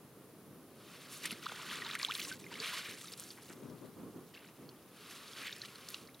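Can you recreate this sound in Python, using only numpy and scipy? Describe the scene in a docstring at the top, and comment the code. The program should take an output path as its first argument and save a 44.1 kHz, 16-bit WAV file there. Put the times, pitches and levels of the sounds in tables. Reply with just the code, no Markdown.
"""A light wind rumbles over an open river as a hand net swings in and slaps the shallow water.
Two scoops tear the water into spray and small bubbles; each throw rains back, the larger drops
smacking the surface and trapping air that rings. In the lull, wavelets fold and gusts buffet the
microphone. The net swishes in for a third scoop and throw, and the last drips plink into the river."""
import sys
import numpy as np
from scipy import signal
from scipy.fft import rfft, irfft, next_fast_len
from scipy.io import wavfile
from scipy.ndimage import map_coordinates

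SR = 44100
rng = np.random.default_rng(int(sys.argv[2]) if len(sys.argv) > 2 else 0)


def wav_out(sig):
    """Save sig, one row per channel (or a flat mono array), as 16-bit PCM at SR to the path in sys.argv[1]."""
    wavfile.write(sys.argv[1], SR, np.round(np.clip(np.atleast_2d(sig).T, -1, 1) * 32767).astype(np.int16))


N = 273420

# tone of torn water: freq_hz, density_db
CHURN_SPECTRUM = [(300, -14), (600, -3), (850, -10.5), (1150, 3.5), (1900, -2.5), (2500, 0.5), (4200, 1.5),
                  (6000, -8.5), (10000, -12.5), (16000, -23)]
# tone of fine spray: freq_hz, density_db
SPRAY_SPECTRUM = [(1500, -22), (3500, 5), (5500, 6.5), (8000, 3), (10500, 7.5), (13000, -0.5), (16000, -13)]
# the wet net swings through the air with a smooth swish: start_s, length_s, level_db
NET_SWINGS = [(0.7, 1, -59), (4.866, 0.51, -56.5), (5.49, 0.51, -59.5)]
# the net drags through the water: start_s, length_s, level_db, bubble_share (0-1), gurgle_hz
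NET_SCOOPS = [(1.219, 0.037, -50.5, 0.7, 2200), (1.411, 0.023, -57, 0.87, 2400),
              (1.473, 0.23, -52.5, 0.38, 1294), (1.698, 0.1, -47, 0.38, 1390),
              (1.826, 0.12, -51.5, 0.58, 1426), (2.497, 0.28, -53.5, 0.4, 1910),
              (2.603, 0.19, -44.5, 0.24, 2380), (2.834, 0.05, -49.5, 0.55, 2183),
              (5.354, 0.063, -50.5, 0.15, 1730), (5.412, 0.051, -47, 0.73, 2380)]
SWING_ATTACK_S, SWING_T60_S = 0.24, 0.36
SCOOP_ATTACK_S, SCOOP_T60_S = 0.018, 0.39


def swish():
    """Water tears through the mesh in quick surges: a sheet of noise and froth, fine droplets on top."""
    churn_level, spray_level, bubble_share = stirring()
    smooth, grainy = np.sqrt(1 - bubble_share), np.sqrt(bubble_share)
    surge = bubble_share * wobble(70)
    sheet = noise(CHURN_SPECTRUM)
    froth = amp(3) * grains(per_s=1300, pitch_hz=2952, spread=0.352, cycles=29, scatter_db=3)
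    mist = amp(1.5) * noise(SPRAY_SPECTRUM)
    droplets = amp(5.5) * grains(per_s=700, pitch_hz=7860, spread=0.38, cycles=21, scatter_db=4)
    churn = churn_level * amp(4.6 * surge) * (smooth * sheet + grainy * froth)
    spray = spray_level * amp(5.0 * surge) * (smooth * mist + grainy * droplets)
    return churn + spray


def movements():
    """Each gesture of net and water yields a churn envelope, a spray envelope and a bubble share."""
    # a flick of the mesh sheds bright mist: start_s, length_s, level_db
    flicks = [(1.09, 0.077, -54.5), (3.153, 0.13, -58.5), (5.075, 0.039, -61), (5.87, 0.032, -56.5)]
    # thrown water rains back: start_s, length_s, churn_db, spray_db, bubble_share (0-1)
    showers = [(1.987, 0.12, -51.5, -60, 0.78), (2.136, 0.16, -50, -51, 0.56),
               (2.854, 0.27, -61, -60.5, 0.4), (3.268, 0.26, -70.5, -67, 0.38),
               (4.335, 0.032, -58.5, -88, 0.94), (4.42, 0.055, -66, -82, 0.9),
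               (5.506, 0.17, -61, -65.5, 0.75)]
    for start, length, db in NET_SWINGS:
        level = amp(db) * held(start, length, SWING_ATTACK_S, SWING_T60_S)
        yield level, amp(-8) * level, 0.23
    for start, length, db in flicks:
        level = amp(db) * held(start, length, attack_s=0.032, t60_s=0.42)
        yield amp(-3) * level, level, 0.11
    for start, length, db, share, _ in NET_SCOOPS:
        level = amp(db) * held(start, length, SCOOP_ATTACK_S, SCOOP_T60_S)
        yield level, amp(-12) * level, share
    for start, length, churn_db, spray_db, share in showers:
        downpour = held(start, length, attack_s=0.0035, t60_s=0.24)
        dribble = amp(-17.5) * held(start, length, attack_s=0.0035, t60_s=8.5)
        shape = np.maximum(downpour, dribble)
        yield amp(churn_db) * shape, amp(spray_db) * shape, share


def stirring():
    """The gestures add in power: overall churn level, spray level and the churn's bubble share."""
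    churn, spray, bubbly = np.zeros((3, N))
    for churn_level, spray_level, share in movements():
        churn += churn_level ** 2
        spray += spray_level ** 2
        bubbly += share * churn_level ** 2
    return np.sqrt(churn), np.sqrt(spray), np.clip(bubbly / (churn + 1e-20), 0, 1)


def hollow(centre_hz=1266, width_hz=320):
    """A band of noise gives the swinging net its hollow, watery resonance."""
    level = sum(amp(db - 8) * held(start, length, SWING_ATTACK_S, SWING_T60_S)
                for start, length, db in NET_SWINGS)
    band = filtered(rng.standard_normal(N), lambda hz: np.exp(-((hz - centre_hz) / width_hz) ** 2))
    return level * unit(band)


def gurgles():
    """Each scoop drags air under: a cloud of ringing bubbles of about one size."""
    track = np.zeros(N)
    for start, length, db, share, hz in NET_SCOOPS:
        level = amp(db) * np.sqrt(share) * held(start, length, SCOOP_ATTACK_S, SCOOP_T60_S)
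        cloud = grains(per_s=600, pitch_hz=hz, spread=0.197, cycles=28, scatter_db=5.5, size=SR // 2)
        add(track, start, level[round(start * SR):][:len(cloud)] * cloud)
    return track


def slaps():
    """A slap of the net crushes a dense cloud of bubbles at once and throws off a mist."""
    # hoop and mesh hit the water: start_s, level_db, rise_s, t60_s
    hits = [(1.2540, -34, 0.001, 0.05), (1.308, -43.5, 0.002, 0.11)]
    level, t = np.zeros(N), np.arange(SR // 4) / SR
    for start, db, rise, t60 in hits:
        add(level, start, amp(db) * burst(t, rise, t60))
    cloud = grains(per_s=2400, pitch_hz=2928, spread=0.366, cycles=16, scatter_db=2)
    return level * (cloud + amp(-4) * noise(SPRAY_SPECTRUM))


def smacks(cavity_s=0.005, ring_cycles=80, full_splatter_hz=3450):
    """An impact splatters open a cavity, which shuts with a pulse, a crack and a weak rising ring."""
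    # sharp smacks on the water, from the net's slap and falling drops: closure_s, level_db, pitch_hz
    impacts = [(1.2548, -30, 1900), (1.2582, -26.5, 8300), (1.3082, -31, 2700), (1.317, -29, 10300),
               (1.3266, -36, 4330), (1.4588, -33, 4300), (1.466, -33.5, 3600), (1.757, -35, 7000),
               (1.9527, -26, 2050), (1.9523, -32, 9500), (1.998, -31, 2240), (2.0305, -24, 4670),
               (2.0486, -20.5, 3400), (2.1108, -27, 3150), (2.1203, -28, 2500), (2.152, -25, 3930),
               (2.1962, -30.5, 2380), (2.201, -30, 4250), (2.2165, -30, 3030), (2.326, -33, 4600),
               (3.1207, -38, 4640), (3.137, -33, 4700), (3.1772, -35, 9800), (3.198, -29, 7940),
               (3.2046, -32, 11000), (3.238, -38, 6450), (3.498, -41, 7900), (5.9036, -33, 12000),
               (5.9439, -31, 3800)]
    track, since_impact = np.zeros(N), np.arange(SR // 10) / SR
    t = np.maximum(since_impact - cavity_s, 0)  # time since the cavity shut
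    churn = noise(CHURN_SPECTRUM)
    splatter_level = amp(-17.5) * burst(since_impact, cavity_s, t60_s=0.05)
    for closure, db, hz in impacts:
        swell_cycles = rng.uniform(0.9, 1.5)
        age = hz * t / swell_cycles
        pulse = age * np.exp(1 - age) * chirp(hz, t, bend=15 * t)
        ring_level = (1 - np.exp(-age / 2)) * amp(-10 - 60 * hz * t / ring_cycles)
        ring = ring_level * chirp(hz * rng.uniform(0.69, 1), t, bend=6 * t)
        crack = (t > 0) * amp(-20 - 60 * t / 0.012) * rng.standard_normal(len(t))
        size = min(full_splatter_hz / hz, 1)  # higher smacks are smaller and splatter less
        splatter = size * splatter_level * random_slice(churn, len(t))
        add(track, closure - cavity_s, amp(db) * (pulse + crack + splatter + ring))
    return track


def bubbles(climb_oct_per_s2=170):
    """An air pocket swells and rings, its glide bending upward as it nears the surface."""
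    # trapped air: start_s, level_db, pitch_hz, glide_oct_per_s, swell_s, t60_s
    pockets = [(1.323, -26, 215, -9, 0.0034, 0.043), (1.459, -30.5, 846, 71, 0.01, 0.0059),
               (1.496, -38, 1450, -11, 0.00076, 0.03), (1.52, -30.5, 910, 7, 0.0011, 0.0021),
               (1.82, -34, 2010, -19, 0.00086, 0.043), (1.858, -44.5, 916, 0, 0.0037, 0.065),
               (1.93, -40.5, 1200, 16, 0.0032, 0.016), (1.951, -41, 1130, 35, 0.0018, 0.11),
               (1.998, -38.5, 1990, -5, 0.0008, 0.059), (2.03, -37, 1090, 13, 0.0014, 0.03),
               (2.077, -36, 690, 30.5, 0.029, 0.041), (2.271, -47, 1105, -5, 0.001, 0.069),
               (2.3143, -36, 1545, -3.5, 0.0006, 0.075), (2.465, -42, 2150, -8, 0.00051, 0.035),
               (2.516, -43, 1005, -14, 0.00066, 0.042), (4.373, -47.5, 2780, -2, 0.002, 0.03),
               (5.8863, -35.5, 3340, 453, 0.001, 0.017), (6.082, -53.5, 1540, 50, 0.012, 0.0094)]
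    track, t = np.zeros(N), np.arange(SR // 10) / SR
    for start, db, hz, glide, swell, t60 in pockets:
        octaves = glide * t + climb_oct_per_s2 * t ** 2
        pitch = np.minimum(hz * 2 ** octaves, SR / 3)
        ring = np.sin(2 * np.pi * np.cumsum(pitch) / SR)
        add(track, start, amp(db) * burst(t, swell, t60) * ring)
    return track


def plinks(swell_cycles=3.2, rise_per_s=8.3, splash_t60_s=0.046):
    """One bubble swells over a few cycles and fades, with a tiny splash: a narrow plink or plop."""
    # short plinks and low plops of drips and bubbles: start_s, level_db, pitch_hz
    notes = [(1.329, -43, 2070), (1.848, -36, 4000), (1.864, -35.5, 3600), (1.911, -34.5, 3900),
             (2.014, -38.5, 2300), (2.085, -35.5, 3950), (2.441, -46, 2350), (2.540, -39, 2930),
             (2.555, -41.5, 2150), (2.601, -32, 4420), (2.599, -41, 399), (2.642, -36, 3230),
             (2.731, -42.5, 970), (3.042, -48.5, 1240), (3.082, -43.5, 3670), (3.305, -39.5, 4650),
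             (4.472, -56, 3800), (4.6908, -45.5, 4270), (5.28, -42.5, 4350), (5.333, -44, 3400),
             (5.527, -35, 3700), (5.6173, -34, 4120), (5.636, -45.5, 1720), (5.649, -43.5, 3010),
             (5.757, -44, 4230), (5.9432, -35, 2750), (6.073, -48.5, 4300), (6.145, -48.5, 3820),
             (6.194, -52, 4160)]
    track, t = np.zeros(N), np.arange(SR // 20) / SR
    fizz = grains(per_s=3000, pitch_hz=4300, spread=0.22, cycles=24, scatter_db=2)
    for start, db, hz in notes:
        age = hz * t / swell_cycles
        plink = age * np.exp(1 - age) * chirp(hz, t, bend=rise_per_s * t / 2)
        splash = amp(-9.5 - 60 * t / splash_t60_s) * random_slice(fizz, len(t))
        add(track, start, amp(db) * (plink + splash))
    return track


def sloshes():
    """A wavelet folds over into a soft cluster of larger bubbles."""
    # folding wavelets: start_s, level_db
    wavelets = [(3.366, -56.5), (3.49, -54)]
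    level, t = np.zeros(N), np.arange(SR // 4) / SR
    for start, db in wavelets:
        add(level, start, amp(db) * burst(t, rise_s=0.015, t60_s=0.17))
    return level * grains(per_s=2400, pitch_hz=1700, spread=0.38, cycles=15, scatter_db=-1.0)


def wind(ease_db_per_s=0.29):
    """An easing rumble and lumpy gusts that lean to one side, over faint hiss with a wide midrange."""
    # tone of the breeze: freq_hz, density_db
    rumble_spectrum = [(30, -36), (75, -14), (135, 0), (200, -1.5), (420, -2), (780, -14), (1150, -22),
                       (4000, -55)]
    # gusts buffet the microphone: start_s, length_s, level_db, left_over_right_db
    buffets = [(0.45, 0.11, -58, 0), (1.21, 0.15, -59, -5), (1.66, 0.26, -57.5, 1),
               (2.179, 0.41, -56.5, -2.5), (2.872, 0.014, -51, 1), (3.48, 0.28, -56, 2.5),
               (3.614, 0.11, -50.5, 7), (3.802, 0.047, -49, 6.5), (3.95, 0.12, -50, -1.5),
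               (4.123, 0.084, -50, -1), (4.556, 0.13, -57.5, -1), (6.005, 0.015, -54.5, -1)]
    # tone of the gusts: freq_hz, density_db
    buffet_spectrum = [(25, -43), (80, -15.5), (135, -4.5), (250, -0.5), (400, -4.5), (780, -22),
                       (1150, -19), (4000, -61)]
    # tone of the steady hiss: freq_hz, density_db
    hiss_spectrum = [(400, -3.5), (1100, 15), (2000, 6), (4000, 3), (8400, -1.5), (9600, 6), (16000, 1.5)]
    breeze_db = -58.5 - ease_db_per_s * np.arange(N) / SR + 0.24 * wobble(12)
    breeze = amp(breeze_db) * wide_noise(rumble_spectrum, side_db=-16.5)
    gust_power = np.zeros((2, N))
    for start, length, db, lean_db in buffets:
        port_levels = amp(db + lean_db * np.array([[0.5], [-0.5]]))
        gust_power += (port_levels * held(start, length, attack_s=0.021, t60_s=0.36)) ** 2
    gusts = np.sqrt(gust_power) * amp(0.77 * wobble(40)) * wide_noise(buffet_spectrum, side_db=-13.5)
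    side_spectrum = [(1000, -6), (2000, -1.5), (8800, -2.5), (9500, -31)]  # freq_hz, density_db
    side_hiss = amp(-75) * noise(side_spectrum) * np.array([[1], [-1]])
    return breeze + gusts + amp(-64) * noise(hiss_spectrum) + side_hiss


def port_response(hz):
    """The microphone's two ports differ a little in treble level and phase."""
    # left port against right: freq_hz, level_db, lead_rad
    port_offsets = [(3150, 0, 0), (5650, -1.5, 0.49), (6850, -2.5, 0.74), (8000, 1.5, 1), (9550, 0, 0)]
    freqs, db, lead = np.transpose(port_offsets)
    half = np.array([[0.5], [-0.5]])
    return amp(half * np.interp(hz, freqs, db)) * np.exp(1j * half * np.interp(hz, freqs, lead))


def grains(per_s, pitch_hz, spread, cycles, scatter_db, size=N):
    """A swarm of tiny bubbles, rms 1: each rings for some cycles while its pitch rises."""
    count = int(per_s * size / SR)
    onset, polarity = np.hsplit(rng.random((count, 2)), 2)
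    detune, loudness = np.hsplit(rng.standard_normal((count, 2)), 2)
    hz = np.clip(pitch_hz * np.exp(spread * detune), SR / 60, SR / 3)
    t = np.arange(int(1.5 * SR * cycles / pitch_hz)) / SR
    age = hz * t / cycles
    strength = np.sign(polarity - 0.5) * amp(scatter_db * np.minimum(loudness, 2))
    envelope = (1 - np.exp(-hz * t)) * amp(-60 * age)
    rings = strength * envelope * chirp(hz, t, bend=0.14 * np.minimum(age, 1))
    at = (onset * size).astype(int) + np.arange(len(t))
    return unit(np.bincount(at.ravel(), rings.ravel(), minlength=size)[:size])


def chirp(hz, t, bend):
    """A sine whose phase runs ahead by the fraction bend."""
    return np.sin(2 * np.pi * hz * t * (1 + bend))


def burst(t, rise_s, t60_s):
    """An envelope that climbs to 1 and dies away."""
    return np.minimum(t / rise_s, 1) * amp(-60 * np.maximum(t - rise_s, 0) / t60_s)


def held(start_s, length_s, attack_s, t60_s):
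    """A scene-long envelope: it climbs, holds until its length is over and dies away."""
    t = np.arange(N) / SR - start_s
    return np.clip(t / attack_s, 0, 1) * amp(-60 * np.maximum(t - length_s, 0) / t60_s)


def wobble(knots_per_s):
    """A smooth random curve."""
    knots = rng.standard_normal(int(N * knots_per_s / SR) + 4)
    return map_coordinates(knots, [np.arange(N) * knots_per_s / SR])


def noise(spectrum):
    """Noise of rms 1 coloured by (freq_hz, density_db) points."""
    freqs, db = np.transpose(spectrum)
    white = rng.standard_normal(N)
    return unit(filtered(white, lambda hz: amp(np.interp(np.log(hz + 1), np.log(freqs), db))))


def wide_noise(spectrum, side_db):
    """Stereo noise: a centre plus a weaker side of opposite sign left and right."""
    return noise(spectrum) + amp(side_db) * noise(spectrum) * np.array([[1], [-1]])


def filtered(x, response):
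    """Shape x with a frequency response."""
    size = next_fast_len(N + SR // 4)
    return irfft(rfft(x, size) * response(np.fft.rfftfreq(size, 1 / SR)), size)[..., :N]


def low_cut(x, hz):
    """Roll off the bass."""
    return signal.sosfilt(signal.butter(2, hz, "high", fs=SR, output="sos"), x)


def add(track, start_s, sound):
    """Mix a short sound into the track."""
    part = track[round(start_s * SR):][:len(sound)]
    part += sound[:len(part)]


def random_slice(x, size):
    return x[rng.integers(len(x) - size):][:size]


def amp(db):
    return 10 ** (np.asarray(db) / 20)


def unit(x):
    return x / np.sqrt(np.mean(x ** 2) + 1e-20)


def scene():
    """Water straight ahead in open air: the splashes radiate little bass, the sharp impacts least."""
    splashes = low_cut(swish() + hollow() + gurgles() + bubbles() + plinks() + sloshes(), hz=454)
    impacts = low_cut(smacks() + slaps(), hz=1000)
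    return filtered(splashes + impacts, port_response) + wind()


def record(dry, top_hz=15850):
    """A hard band limit takes off the highest treble."""
    return filtered(dry, lambda hz: hz < top_hz)


dry = scene()
out = record(dry)
wav_out(out)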